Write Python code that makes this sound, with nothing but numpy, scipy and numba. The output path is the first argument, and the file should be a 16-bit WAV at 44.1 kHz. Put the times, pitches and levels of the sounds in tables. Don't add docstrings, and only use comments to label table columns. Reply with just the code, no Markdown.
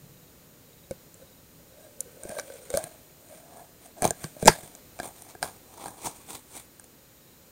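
import sys
import numpy as np
from scipy import signal
from scipy.fft import rfft, irfft
from scipy.io import wavfile
from scipy.ndimage import uniform_filter1d
from numba import njit

SR = 44100
rng = np.random.default_rng(int(sys.argv[2]) if len(sys.argv) > 2 else 0)


def bounce(signal):
    frames = np.transpose(np.atleast_2d(signal))
    limited = np.clip(frames, -1, 1)
    pcm = np.round(limited * 32767).astype(np.int16)
    wavfile.write(sys.argv[1], SR, pcm)


N = 331191
TIME = np.arange(N) / SR
RING_TIME = TIME[:SR // 5]
CUTOFF_HZ = 15850

# peak t/s, rise/s, fall/s, rasp level/dB, crackle level/dB
STROKES = [(1.212, 0.049, 0.046, -64, -63), (1.84, 0.16, 0.065, -63.5, -61), (2.02, 0.052, .06, -66, -82),
           (2.31, 0.05, 0.047, -46.5, -48), (2.39, 0.014, 0.0085, -37.5, -41), (2.56, 0.23, 0.26, -55, -52),
           (2.767, 0.021, 0.044, -37.5, -39.5), (3.35, 0.074, .05, -52, -52.5),
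           (3.585, 0.075, 0.047, -46.5, -54), (3.858, .025, .025, -51.5, -48),
           (3.985, 0.012, 0.054, -44, -54), (4.052, 0.013, 0.024, -24.5, -31),
           (4.245, .04, 0.039, -52.5, -45), (4.425, .025, .03, -45, -43.5), (4.478, 0.002, .0033, -32, -15),
           (4.495, .012, .028, -37, -35), (4.56, 0.05, 0.1, -46, -47.5),
           (5.056, 0.034, 0.028, -37.5, -41.5), (5.19, 0.031, .042, -54.5, -50),
           (5.3, 0.041, 0.027, -50, -50.5), (5.438, 0.01, 0.037, -34, -37.5),
           (5.845, 0.08, 0.087, -40.5, -45.5), (6.067, .026, .021, -32.5, -33.5),
           (6.16, 0.026, 0.086, -54.5, -52), (6.301, .015, 0.029, -43, -41),
           (6.349, 0.02, 0.019, -43, -41.5), (6.572, 0.033, 0.03, -43.5, -39.5)]


def amp(db):
    return 10 ** (np.asarray(db) / 20)


def unit_rms(x):
    return x / np.sqrt(np.mean(x ** 2) + 1e-20)


def unit_peak(x):
    return x / (abs(x).max() + 1e-20)


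def add(mix, s, sound):
    part = mix[max(round(s * SR), 0):][:len(sound)]
    part += sound[:len(part)]


def colour(x, points, size=2048):
    hz, db = np.transpose(points)
    log_hz = np.log(abs(np.fft.fftfreq(size, 1 / SR)) + 1)
    log_gain = np.log(amp(np.interp(log_hz, np.log(hz), db)))
    taps = np.fft.ifft(np.exp(np.conj(signal.hilbert(log_gain)))).real
    return signal.oaconvolve(x, taps[:size // 2])[:len(x)]


def wander(per_s):
    knots = rng.standard_normal(N // 8)
    return np.interp(TIME * per_s, np.arange(len(knots)), knots)


@njit
def follow_pole(x, pole):
    out, state = np.zeros(len(x)), 0j
    for n in range(len(x)):
        state = state * pole[n] + (1 - abs(pole[n])) * x[n]
        out[n] = 2 * state.real
    return out


def resonate(x, hz, width):
    pole = np.exp((2j * hz - width) * np.pi / SR)
    return follow_pole(follow_pole(x, pole), pole)


def outdoors(hiss_db=-53):
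    # f/Hz, level/dB
    air_colour = [(15, -19), (25, -16.5), (59, -6.5), (170, -8), (205, -10), (255, -6), (382, -11),
                  (542, -9), (672, -17.5), (3780, -24), (5090, -23.5), (7030, -22), (10500, -23.5),
                  (14200, -34), (15800, -20.5)]
    rumble_colour = [(20, -15), (60, -7.5), (130, 4.5), (175, 6.5), (260, -12.5), (500, -9.5), (1500, -39)]
    # t/s, level/dB
    rumble_fade = [(0, -53), (.7, -59), (1.5, -60.5), (3, -67), (5, -67.5), (7.5, -74)]
    hiss = amp(hiss_db) * unit_rms(colour(rng.standard_normal(N), air_colour))
    rumble = unit_rms(colour(rng.standard_normal(N), rumble_colour))
    return hiss + rumble * amp(np.interp(TIME, *np.transpose(rumble_fade)) + 1.8 * wander(27))


def camera_whine():
    # f/Hz, level/dB
    tones = [(6857, -68), (13714, -58.5)]
    return sum(amp(db) * np.sin(2 * np.pi * hz * TIME) for hz, db in tones) * amp(.8 * wander(25))


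def far_birds(level_db=-72, centre_hz=4050, width_hz=600):
    song = resonate(rng.standard_normal(N), np.full(N, centre_hz), width_hz)
    return amp(level_db) * unit_rms(song * amp(1.5 * wander(30)))


def bird(top_hz=3930, drop_hz=230, length_s=0.031, period_s=.053, swell_db=1.0, count=4):
    # start t/s, level/dB that the chirps climb towards
    phrases = [(0.109, -61), (0.666, -58.5), (1.21, -59.5), (1.665, -59.5), (7.16, -61.5)]
    t, out = np.arange(0, length_s, 1 / SR), np.zeros(N)
    pitch = top_hz - drop_hz * t / length_s
    chirp = np.hanning(len(t)) * np.sin(2 * np.pi * np.cumsum(pitch) / SR)
    for s, db in phrases:
        for k in range(count):
            add(out, s + k * period_s, amp(db - swell_db * (count - k)) * chirp)
    return out * amp(2.7 * wander(160))


def blade_pitch():
    # t/s, f/Hz
    notes = [(.9, 526), (1.7, 534), (1.85, 610), (2.09, 476), (2.29, 615), (2.39, 585), (2.66, 452),
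             (2.74, 541), (2.79, 659), (3.3, 590), (3.56, 717), (4.0, 630), (4.055, 720), (4.25, 584),
             (4.476, 623), (4.48, 883), (4.55, 658), (5.85, 781)]
    return np.interp(TIME, *np.transpose(notes))


def twang(hz, rise_s=0.00089):
    t60 = .045 * (550 / hz) ** 2.8
    envelope = amp(-60 * RING_TIME / t60) * (1 - np.exp(-RING_TIME / rise_s))
    return unit_peak(envelope * np.sin(2 * np.pi * hz * RING_TIME))


def ring(tones, stretch, spread_db):
    hz, db, t60 = np.transpose(tones)[:, :, None]
    size = amp(db + spread_db * rng.standard_normal(hz.shape)) * rng.choice([-1, 1], hz.shape)
    waves = np.sin(2 * np.pi * hz * stretch * RING_TIME)
    return unit_peak((size * amp(-60 * RING_TIME / t60) * waves).sum(0))


def fracture(points, decay_s, tail_db, tail_s, clump_db=4, clumps_per_s=1400):
    shape = np.exp(-RING_TIME / decay_s) + amp(tail_db) * np.exp(-RING_TIME / tail_s)
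    knots = rng.standard_normal(len(shape))
    clumps = amp(clump_db * np.interp(RING_TIME * clumps_per_s, np.arange(len(knots)), knots))
    return unit_peak(colour(shape * clumps * rng.standard_normal(len(shape)), points))


def ping(hz, t60=0.011):
    return amp(-60 * RING_TIME / t60) * np.sin(2 * np.pi * hz * RING_TIME)


def snap(hz, twang_db, overtone_db, tick_db, thud_db, splinter_hz):
    # f/Hz, level/dB, time to fade by 60 dB/s
    steel_tones = [(1156, -13.5, 0.02785), (1592, -1, 0.026), (2307, -5, 0.021), (2320, -17.5, 0.039),
                   (3186, -18.5, 0.015), (3970, -8, 0.01776), (4453, -11, 0.014), (5010, -8.5, 0.0068)]
    edge_tones = [(6290, -0.5, .02), (7040, -7.5, 0.0068), (7360, -1.5, 0.023), (8600, -5, .012),
                  (9270, 0.5, .016), (9730, 12.5, 0.0086)]
    board_tones = [(40, -10, 0.05), (100, -6.5, 0.065), (160.9, -2.5, 0.081), (219, -0.5, .04),
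                   (361, -1, 0.037), (466, -3.5, 0.049)]
    # f/Hz, level/dB
    crunch_colour = [(200, -26), (900, -12), (1400, 1.5), (1850, -3), (2450, -4.5), (2950, -16),
                     (3300, -16), (4100, -21), (4900, -1), (7000, -10.5), (14000, -26)]
    tick_colour = [(300, -28.5), (2000, -33.5), (4500, -19.5), (6200, 1.5), (9200, 2.5), (11000, -4),
                   (12500, -6.5), (16000, -13)]
    stretch = (min(hz, 640) / 600) ** 0.31
    crunch_db = overtone_db - 6 + 0.1695 * (overtone_db + 20)
    sound = amp(twang_db - 1) * twang(hz)
    sound += amp(overtone_db - 2) * ring(steel_tones, stretch, spread_db=5.0)
    sound += amp(crunch_db) * fracture(crunch_colour, decay_s=0.001, tail_db=-15.5, tail_s=0.0099)
    sound += amp(tick_db - 3) * fracture(tick_colour, decay_s=0.0011, tail_db=-24.5, tail_s=0.0046)
    sound += amp(tick_db - 5) * ping(splinter_hz)
    sound += amp(tick_db - 11) * ring(edge_tones, stretch=1.0, spread_db=4.5)
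    return sound + amp(thud_db - 2) * ring(board_tones, stretch=0.97, spread_db=3.5)


def big_snaps():
    # t/s, relative level/dB of twang, overtones, tick and thud, splinter f/Hz
    breaks = [(0.91, -24, -32.5, -27.5, -23.5, 9000), (1.143, -61, -60, -33, -62, 7500),
              (2.0055, -50, -57, -13.5, -65, 10050), (2.235, -46, -36, -23, -47, 9000),
              (2.252, -32.5, -37, -45, -30, 7100), (2.293, -52, -33, -26, -31, 9200),
              (2.313, -36, -39, -50, -50, 8400), (2.387, -25, -23, -32, -60, 6300),
              (2.397, -28.5, -23, -21, -55, 5830), (2.501, -31.5, -37, -47, -44, 9000),
              (2.703, -27.5, -31, -23, -55, 8700), (2.74, -17, -23.5, -26.5, -27, 7160),
              (2.749, -28, -32, -26, -24, 8800), (2.7725, -17.5, -18, -11, -51, 9450),
              (2.84, -41, -30, -20.5, -35.5, 9500), (4.0216, -21, -23, -11.5, -21.5, 9200),
              (4.03, -17.5, -25.5, -23, -32, 6270), (4.043, -15, -18, -18, -20, 8700),
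              (4.0524, -11, -30, -11.5, -14.5, 6260), (4.0764, -38, -32, -18, -27, 6400),
              (4.107, -21, -24.5, -11, -23, 7210), (4.242, -41.5, -25, -24, -25.5, 6000),
              (4.366, -35.5, -50.5, -46, -39.5, 9600), (4.426, -24, -27, -27.5, -19.5, 10300),
              (4.45, -31, -37, -32, -23.5, 7740), (4.457, -25.5, -20.5, -12, -13, 7100),
              (4.4637, -20.5, -23, -16.5, -28.5, 7600), (4.4717, -16.5, -18, -12, -11, 7200),
              (4.476, -6, -13, -1, -15, 7300), (4.48, 7, 4.5, -12.5, -9.5, 7240),
              (4.488, -16, -19, -23.5, -8, 6100), (4.634, -58.5, -45, -34, -36.5, 9300),
              (4.751, -44, -42, -30.5, -63, 6910), (4.99, -33, -30, -35, -56, 7400),
              (4.9997, -24, -22, -26, -27, 8900), (5.2215, -58, -52, -26, -56, 9300),
              (5.351, -35, -36, -39.5, -38, 9050), (5.428, -18.5, -15.5, -15.5, -32.5, 8800),
              (5.8585, -26.5, -30.5, -29, -44, 9300), (5.882, -33, -34, -26.5, -45, 9200),
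              (6.07, -25, -27.5, -35, -40, 9050), (6.797, -47.5, -42, -31, -55, 8870),
              (6.842, -50, -50, -35, -53, 8990)]
    out, pitch = np.zeros(N), blade_pitch()
    for s, *settings in breaks:
        add(out, s, snap(pitch[round(s * SR)], *settings))
    return out


def boat_echo(x, level_db=-25, t60=0.18, delay_s=0.01):
    t = TIME[:SR // 2]
    scatter = rng.standard_normal(len(t)) * amp(-60 * t / t60) * (t > delay_s)
    # f/Hz, level/dB
    echo_colour = [(150, -15), (800, -13.5), (1700, 3.5), (2900, -6), (4500, -6), (7000, -11),
                   (14000, -13)]
    tail = colour(scatter, echo_colour)
    return amp(level_db) * signal.oaconvolve(x, tail / np.linalg.norm(tail))[:N]


def strokes(sharpness=1.02, smear_s=0.12):
    rasp, crackle = np.full((2, N), 1e-9)
    for s, rise, fall, rasp_db, crackle_db in STROKES:
        t = np.arange(-6 * rise, 6 * max(fall, smear_s), 1 / SR)
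        speed = np.exp(-np.maximum(-t / rise, t / fall) ** sharpness)
        smear = amp(-22.5) * (rise + fall) / smear_s * np.exp(-t / smear_s) * (t > 0)
        motion = np.maximum(speed, smear)
        add(rasp, s + t[0], amp(rasp_db) * motion)
        add(crackle, s + t[0], amp(crackle_db) * motion)
    return rasp, crackle


def grains(per_s, spread_db, smooth):
    sizes = amp(spread_db * np.minimum(rng.exponential(1, N), 4)) * rng.choice([-1, 1], N)
    clicks = sizes * (rng.random(N) < per_s / SR)
    return unit_rms(clicks) + smooth * rng.standard_normal(N)


def moving_contact(x, depth_db=2.5, per_s=22, band_count=9):
    spectrum, hz = rfft(x), np.fft.rfftfreq(N, 1 / SR)
    centres = np.linspace(0, CUTOFF_HZ, band_count)
    bands = [irfft(spectrum * np.interp(hz, centres, weights), N) for weights in np.eye(band_count)]
    return unit_rms(sum(band * amp(depth_db * wander(per_s)) for band in bands))


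def scales(low_hz=5900, high_hz=10300, note_count=12):
    out = np.zeros(N)
    for hz in np.geomspace(low_hz, high_hz, note_count):
        flicks = grains(per_s=45, spread_db=2.5, smooth=0)
        out += signal.oaconvolve(flicks, ping(hz)[:SR // 50])[:N]
    return unit_rms(out)


def sawing(rasp, crackle, body_db=-4, crackle_db=1, scales_db=-8, stick_db=3):
    # f/Hz, level/dB
    rasp_colour = [(25, -20.5), (60, -10.5), (130, -3.5), (220, -3), (320, 0), (520, 1), (700, 3.5),
                   (1000, -14), (1450, -18), (2500, -33), (8000, -55)]
    crackle_colour = [(500, -32.5), (1170, -5.5), (1450, -2.5), (1800, -5.5), (2300, 0), (2800, -9),
                      (3500, -2.5), (5200, -9.5), (6400, -6), (7800, -4), (9100, 5.5), (10300, -13.5),
                      (12200, -8), (15000, -10)]
    tears = grains(per_s=4900, spread_db=4.0, smooth=0.44) * amp(stick_db * wander(220))
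    pitch = blade_pitch()
    width_hz = 430 * (pitch / 780) ** 2
    blade = unit_rms(resonate(tears, pitch, width_hz))
    board = unit_rms(colour(tears, rasp_colour))
    edge = amp(crackle_db) * moving_contact(colour(tears, crackle_colour)) + amp(scales_db) * scales()
    return rasp * amp(body_db) * (board + blade) + crackle * edge


def judder(rasp, overtone_db=-15):
    # t/s, level/dB
    strength = [(2, 10), (2.35, 6), (2.6, 5.5), (3.3, -0.5), (3.95, -0.5), (4.1, -15)]
    pitch = blade_pitch()
    overtone_hz = 1590 * (pitch / 600) ** .28
    slips = grains(per_s=320, spread_db=3.5, smooth=0.18)
    low = unit_rms(resonate(slips, pitch, width=120))
    high = unit_rms(resonate(slips, overtone_hz, width=110))
    return rasp * amp(np.interp(TIME, *np.transpose(strength))) * (low + amp(overtone_db) * high)


def small_snaps(rasp, crackle, count=90, spread_db=3):
    out, pitch = np.zeros(N), blade_pitch()
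    for s in rng.uniform(STROKES[0][0], STROKES[-1][0], count):
        n = round(s * SR)
        stroke_db = np.minimum(20 * np.log10([rasp[n], crackle[n]]), -45)
        body_db, edge_db = stroke_db + spread_db * rng.standard_normal(2)
        sound = snap(pitch[n], twang_db=body_db + 3, overtone_db=body_db - 1, tick_db=edge_db + 9,
                     thud_db=body_db - 6, splinter_hz=rng.uniform(6000, 11000))
        add(out, s, sound)
    return out


def board_scrape(crackle, start_s=5.95, gain_db=-5):
    # f/Hz, level/dB
    scrape_colour = [(60, 2), (400, 8), (1100, -8), (1600, -29), (2300, 0.5), (3400, -9), (5200, -22),
                     (8000, 5), (12000, -12), (16000, -22)]
    grit = unit_rms(colour(grains(per_s=2300, spread_db=3, smooth=0.35), scrape_colour))
    return amp(gain_db) * crackle * (TIME > start_s) * grit


def scene():
    rasp, crackle = strokes()
    knife = big_snaps() + sawing(rasp, crackle) + judder(rasp)
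    knife += board_scrape(crackle) + small_snaps(rasp, crackle)
    return (knife + boat_echo(knife) + bird() + far_birds() + outdoors())[None]


def noise_suppressor(x, depth_db=2, open_db=-27, range_db=10, release_db_per_s=45):
    level_db = 10 * np.log10(abs(uniform_filter1d(x ** 2, size=256)) + 1e-12)
    fall = release_db_per_s * TIME
    held_db = np.maximum.accumulate(level_db + fall) - fall
    quietness = np.clip((open_db - held_db) / range_db, 0, 1)
    return x * amp(-depth_db * quietness)


def record(dry):
    flattened = np.clip(noise_suppressor(dry[0] + camera_whine()), -1, 1)
    low_pass = signal.firwin(401, CUTOFF_HZ, window=("kaiser", 7), fs=SR)
    return signal.oaconvolve(flattened, low_pass, "same")[None]


dry = scene()
out = record(dry)
bounce(out)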